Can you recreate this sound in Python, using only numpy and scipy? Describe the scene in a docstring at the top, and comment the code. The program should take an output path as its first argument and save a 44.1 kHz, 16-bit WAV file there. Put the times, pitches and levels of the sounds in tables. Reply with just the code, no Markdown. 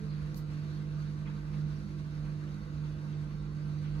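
"""A low, booming hum under a wash of spray: a dishwasher mid-cycle in a small tiled kitchen.
The pump hums on multiples of the mains frequency and whines faintly; the cabinet booms with it
and churning water rumbles the panels. Spray hisses and patters in the ringing tub, and jets slap
the walls and dishes. A short, soft note sounds at the very start; about a third of a second in,
a finger ticks and slides once on a hand-held camera."""
import sys
import numpy as np
from scipy import signal
from scipy.fft import rfft, irfft
from scipy.io import wavfile
from scipy.ndimage import uniform_filter1d

SR = 44100
rng = np.random.default_rng(int(sys.argv[2]) if len(sys.argv) > 2 else 0)


def bounce(signal):
    """Save signal as a 16-bit WAV file at the path given by the first command-line argument."""
    frames = np.transpose(np.atleast_2d(signal))
    limited = np.clip(frames, -1, 1)
    pcm = np.round(limited * 32767).astype(np.int16)
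    wavfile.write(sys.argv[1], SR, pcm)


N = 176400
TIME_S = np.arange(N) / SR
FREQ_HZ = np.fft.rfftfreq(N, 1 / SR)
LEFT_LEADS_S = .000285

# Stereo placement, with the lows leaning right: frequency_hz, left_minus_right_db
BALANCE = [(50, -5), (85, -5), (120, -3.5), (150, -6), (176, -11), (215, -5), (330, -4), (450, -.5),
           (700, 0), (2400, -.5), (4200, -1.5), (5400, -3), (6700, -1)]


def amp(db):
    """Decibels to gain."""
    return 10 ** (np.asarray(db) / 20)


def unit_rms(x):
    """Scales a signal to an rms of one."""
    return x / np.sqrt(np.mean(abs(x) ** 2) + 1e-30)


def curve_at(points, hz):
    """Reads a curve along a logarithmic frequency axis."""
    point_hz, value = np.transpose(points)
    return np.interp(np.log(hz + 1), np.log(point_hz + 1), value)


def pan(hz):
    """Left and right gains that place each frequency in the stereo image."""
    lean_db = np.atleast_1d(curve_at(BALANCE, hz))
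    return amp(np.array([lean_db, -lean_db]) / 2)


def lowpass(x, cutoff_hz, order):
    """Rolls off the highs without shifting phase."""
    return irfft(rfft(x) / (1 + (FREQ_HZ / cutoff_hz) ** order), N)


def drift(rate_hz):
    """Slow random movement with an rms of one."""
    return unit_rms(lowpass(rng.standard_normal(N), rate_hz, order=4))


def white():
    """Two unrelated white noises."""
    return rng.standard_normal((2, N))


def add(mix, start_s, sound):
    """Lays a sound into the mix at its start time."""
    part = mix[:, round(start_s * SR):][:, :sound.shape[1]]
    part += sound[:, :part.shape[1]]


def stereo_noise(pair, db_per_hz):
    """Colours and pans two white signals; the part they share reaches the left side first."""
    # How alike the two sides are, near mono in the bass: frequency_hz, coherence (0-1)
    likeness = [(60, .96), (150, .97), (300, .78), (600, .42), (1400, .3), (2500, .25), (4200, .4),
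                (6600, .4), (7400, .05), (8400, .55), (11000, .6), (15000, .5)]
    coherence = np.clip(curve_at(likeness, FREQ_HZ), 0, 1)
    left, unrelated = rfft(pair)
    delayed = left * np.exp(-2j * np.pi * FREQ_HZ * LEFT_LEADS_S)
    right = coherence * delayed + np.sqrt(1 - coherence ** 2) * unrelated
    return irfft(np.array([left, right]) * pan(FREQ_HZ) * amp(db_per_hz), N) * np.sqrt(SR / 2)


def wavering_tone(hz, unsteadiness):
    """A sine that wavers in strength and phase and reaches the left side first."""
    waver = 1 + unsteadiness * (drift(rate_hz=5) + 1j * drift(rate_hz=5)) / np.sqrt(2)
    t = TIME_S - np.array([[0], [LEFT_LEADS_S]])
    carrier = np.exp(2j * np.pi * (hz * t + rng.random()))
    return pan(hz) * unit_rms((waver * carrier).real)


def ringing(modes, half_width_hz):
    """Resonances kept ringing by noise, each with its own phase on either side."""
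    out = np.zeros((2, N))
    for hz, db in modes:
        mode = rfft(rng.standard_normal(N)) / (1 + ((FREQ_HZ - hz) / half_width_hz) ** 2)
        side_phase = np.exp(1j * np.pi * rng.random((2, 1)))
        out += amp(db) * unit_rms(irfft(mode * side_phase, N))
    return out


def boom_db():
    """The level of the cabinet's boom as it swells and sinks."""
    # Fader moves of the boom: time_s, level_db
    swells = [(0.0, -43), (0.09, -38), (0.32, -38), (0.34, -42.5), (0.43, -39), (0.9, -37.5), (0.98, -35.5),
              (1.17, -39.5), (1.29, -38), (1.44, -41), (1.64, -33), (1.87, -44), (1.96, -38.5),
              (2.1, -40.5), (2.19, -37), (2.44, -39), (2.66, -44.5), (2.77, -37.5), (2.84, -36),
              (2.97, -40.5), (3.19, -36), (3.29, -41), (3.59, -38.5), (3.69, -36), (3.98, -36), (4.0, -34)]
    return np.interp(TIME_S, *np.transpose(swells))


def pump_hum(mains_hz=50.01):
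    """The pump hums on multiples of the mains; the third one booms in the cabinet."""
    # Harmonics of the hum: mains_multiple, level_db, unsteadiness (0-1)
    harmonics = [(1, -53.5, 0.8), (2, -53.5, 0.01), (4, -52.5, 0.55), (5, -65, 0.3), (6, -58, 0.2),
                 (7, -61.5, 0.42), (8, -77.5, 1), (9, -68.5, 0.6), (10, -69, 0.8), (11, -86, 1),
                 (12, -82, 0.4), (13, -71.5, 0.5)]
    hum = sum(amp(db) * wavering_tone(k * mains_hz, unsteadiness) for k, db, unsteadiness in harmonics)
    boom = amp(boom_db()) * wavering_tone(3 * mains_hz, unsteadiness=.04)
    return hum + boom


def water_rumble(lift_db=2, boom_share=.6):
    """Churning water shakes the panels; the deepest part swells with the boom."""
    # Colour of the rumble before the lift: frequency_hz, level_db_per_hz
    colour = [(20, -108), (40, -101), (48, -63.5), (56, -67), (80, -70.5), (100, -80), (135, -79.5),
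              (152, -74.5), (175, -75.5), (205, -69.5), (240, -83), (330, -80), (380, -92.5), (480, -88.5),
              (650, -105), (1500, -135)]
    churn = stereo_noise(white(), curve_at(colour, FREQ_HZ) + lift_db)
    deep = lowpass(churn, cutoff_hz=95, order=8)
    swell_db = boom_share * (boom_db() - boom_db().mean())
    return churn - deep + deep * amp(swell_db)


def pump_whine():
    """The pump's faint, smeared whine, high above the hum."""
    # Partials of the whine: pitch_hz, level_db
    partials = [(3709, -80.5), (3989, -85), (4339, -78.2)]
    return ringing(partials, half_width_hz=20)


def spray_hiss(patch_depth_db=1.8):
    """Fine spray: noise with drifting bright and dull patches."""
    spectrogram = signal.stft(white(), nperseg=512)[2]
    patches = rng.standard_normal(spectrogram.shape[1:])
    patches = uniform_filter1d(patches, size=4, axis=0)  # blur across frequency
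    patches = unit_rms(uniform_filter1d(patches, size=10, axis=1))  # and across time
    hiss = signal.istft(spectrogram * amp(patch_depth_db * patches))[1]
    return unit_rms(hiss[:, :N])


def drop_patter(drops_per_s=300, spread_db=3, t60_s=.05, kinds=10):
    """Drops of random size land, each setting off one of a few short, noisy rings."""
    sizes = amp(spread_db * np.minimum(rng.exponential(1, N), 4))
    hits = sizes * (rng.random(N) < drops_per_s / SR)
    kind = rng.integers(0, kinds, N)
    t = TIME_S[:SR // 10]
    rings = rng.standard_normal((kinds, 2, len(t))) * amp(-60 * t / t60_s)
    patter = sum(signal.fftconvolve([hits * (kind == k)], ring, axes=1) for k, ring in enumerate(rings))
    return unit_rms(patter[:, :N])


def room_ripple_db(depth_db=2.5, spacing_hz=30):
    """Countless weak resonances of tub and room ripple the spectrum, differently on each side."""
    knots_hz = np.arange(4000) * spacing_hz
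    sides = rng.standard_normal((2, len(knots_hz)))
    return depth_db * np.array([np.interp(FREQ_HZ, knots_hz, side) for side in sides])


def spray(patter_db=-8, lift_db=.5, swell_db=.68):
    """Hiss and drops in the ringing tub; the treble rises and falls as the spray arm turns."""
    # Colour of the spray behind the door, before the lift: frequency_hz, level_db_per_hz
    colour = [(150, -105), (450, -89.5), (740, -94.5), (1100, -92.5), (1500, -91), (1850, -95),
              (2500, -99.2), (2950, -101), (3250, -104), (3800, -100), (4450, -99.5), (5200, -104),
              (6700, -107), (7200, -114), (8400, -113.5), (10500, -116), (12000, -119.5), (14500, -124),
              (16000, -132)]
    # Fader moves of the spray's treble: time_s, gain_db
    treble_ride = [(0, -.5), (.35, -0.5), (.45, -2.5), (.53, 0), (.85, 0), (1.08, -0.1), (1.47, -1),
                   (1.6, 0.9), (1.77, 0.5), (1.86, -0.5), (2.0, 0), (2.17, -1.1), (2.52, -0.2), (2.68, -2),
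                   (2.8, -0.3), (3.02, -1.2), (3.17, -1), (3.47, -2), (3.82, -0.2), (4, 0)]
    # Resonances of the tub: pitch_hz, level_db
    tub_modes = [(791, -79), (920, -74.5), (1044, -72.5), (1100, -78), (1157, -74), (1238, -74),
                 (1367, -74), (1480, -78), (1556, -74.5), (2003, -81), (2401, -80), (2934, -84)]
    droplets = unit_rms(spray_hiss() + amp(patter_db) * drop_patter())
    water = stereo_noise(droplets, curve_at(colour, FREQ_HZ) + lift_db + room_ripple_db())
    body = lowpass(water, cutoff_hz=1700, order=4)
    treble = (water - body) * amp(np.interp(TIME_S, *np.transpose(treble_ride)))
    swell = amp(swell_db * drift(rate_hz=13))
    return swell * (body + treble + ringing(tub_modes, half_width_hz=14))


def soft_note(pitch_hz=437.4, level_db=-53.5, length_s=.095, fade_s=.025):
    """The machine sounds one short note over the hum, right at the start."""
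    envelope = np.sqrt(np.clip(np.minimum(TIME_S, length_s - TIME_S) / fade_s, 0, 1))
    return amp(level_db) * envelope * wavering_tone(pitch_hz, unsteadiness=.15)


def bubbles(centre_hz, width_octaves, samples, per_s=350, decay_cycles=14, pitch_rise=.06):
    """A cloud of tiny bubbles around one pitch, each a blip that rises as it dies away."""
    out = np.zeros((2, samples))
    for onset, pitch, strength, left_phase, right_phase in rng.random((per_s * samples // SR, 5)):
        hz = centre_hz * 2 ** (width_octaves * np.sqrt(3) * (2 * pitch - 1))
        cycles = hz * TIME_S[:SR // 20]
        age = cycles / decay_cycles
        turns = cycles * (1 - pitch_rise * np.expm1(-age)) + np.array([[left_phase], [right_phase]])
        envelope = -np.expm1(-cycles) * np.exp(-age)
        add(out, onset * samples / SR, strength * envelope * np.sin(2 * np.pi * turns))
    return unit_rms(out)


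def jet_splashes():
    """Jets slap the walls and dishes: each a quick rush of noise and bubbles that drains away."""
    # One slap a row: start_s, rise_s, decay_s, centre_hz, width_octaves, level_db
    slaps = [(0.069, 0.036, .08, 4300, 0.073, -64), (.10, 0.027, 0.088, 2300, 0.58, -61.5),
             (0.499, 0.037, 0.21, 2260, 0.73, -63.5), (.93, 0.055, 0.086, 1350, 0.16, -59.5),
             (1.252, .012, 0.054, 2240, .3, -55.5), (1.252, .02, 0.083, 1265, 0.34, -56.5),
             (1.39, 0.012, 0.022, 2260, 0.28, -65), (1.525, 0.014, 0.027, 2100, 0.44, -60),
             (1.755, 0.015, 0.019, 5360, .08, -67), (1.97, 0.028, .03, 3800, 0.13, -67),
             (2.24, .015, 0.026, 2100, .4, -62.5), (2.389, 0.03, .05, 1400, 0.33, -60),
             (2.46, .02, 0.029, 2450, 0.39, -66), (2.831, 0.019, 0.033, 3190, 0.47, -61.5),
             (3.11, 0.02, .05, 2220, 0.82, -61), (3.291, 0.017, .03, 2290, 0.28, -66),
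             (3.83, 0.028, .06, 2510, 0.49, -58.5), (3.929, 0.02, 0.097, 2030, .9, -63)]
    out, t = np.zeros((2, N)), TIME_S[:SR // 2]
    hz = np.fft.rfftfreq(len(t), 1 / SR)
    for start_s, rise_s, decay_s, centre_hz, width_octaves, level_db in slaps:
        band = np.exp(-(np.log2((hz + 1) / centre_hz) / width_octaves) ** 2 / 2)
        rush = unit_rms(irfft(rfft(rng.standard_normal((2, len(t)))) * band, len(t)))
        water = unit_rms(rush + bubbles(centre_hz, width_octaves, len(t)))
        envelope = np.minimum(t / rise_s, 1) * np.exp(-np.maximum(t - rise_s, 0) / decay_s)
        add(out, start_s, amp(level_db) * envelope * water)
    return out


def finger_touch():
    """A finger ticks on the camera, knocks softly through its case, then slides briefly."""
    # Colour of the tick before its trim: frequency_hz, level_db_per_hz
    tick_colour = [(400, -86), (1200, -81), (2500, -90), (3300, -94), (4300, -72), (5100, -89), (6400, -82),
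                   (7500, -97), (11000, -99), (15500, -100)]
    # Colour of the bright slide before its trim: frequency_hz, level_db_per_hz
    slide_colour = [(1000, -115), (3300, -106), (4500, -93), (7000, -101), (8500, -101), (11000, -102.5),
                    (12900, -93), (14600, -99), (15800, -101)]
    touch_s, tick_decay_s, tick_trim_db = .3445, .0021, -2.5
    knock_hz, knock_decay_s, knock_db = 185, .04, -40
    slide_peak_s, slide_width_s, slide_trim_db = .377, .018, 2.5
    t = np.maximum(TIME_S - touch_s, 0)
    tick = stereo_noise(white(), curve_at(tick_colour, FREQ_HZ) + tick_trim_db)
    tick *= np.exp(-t / tick_decay_s)
    knock = amp(knock_db) * np.exp(-t / knock_decay_s) * np.sin(2 * np.pi * knock_hz * t)
    slide = stereo_noise(white(), curve_at(slide_colour, FREQ_HZ) + slide_trim_db)
    slide *= np.exp(-abs(TIME_S - slide_peak_s) / slide_width_s)
    return (t > 0) * (tick + knock + slide)


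def scene():
    """The dishwasher's running bed, with the note, the splashes and the finger on top."""
    bed = pump_hum() + water_rumble() + pump_whine() + spray()
    return bed + soft_note() + jet_splashes() + finger_touch()


def record(dry):
    """A steep high cut takes off the very top of the treble."""
    high_cut = signal.firwin(511, cutoff=15750, window=("kaiser", 9), fs=SR)
    return signal.oaconvolve(dry, high_cut[None], "same")


dry = scene()
out = record(dry)
bounce(out)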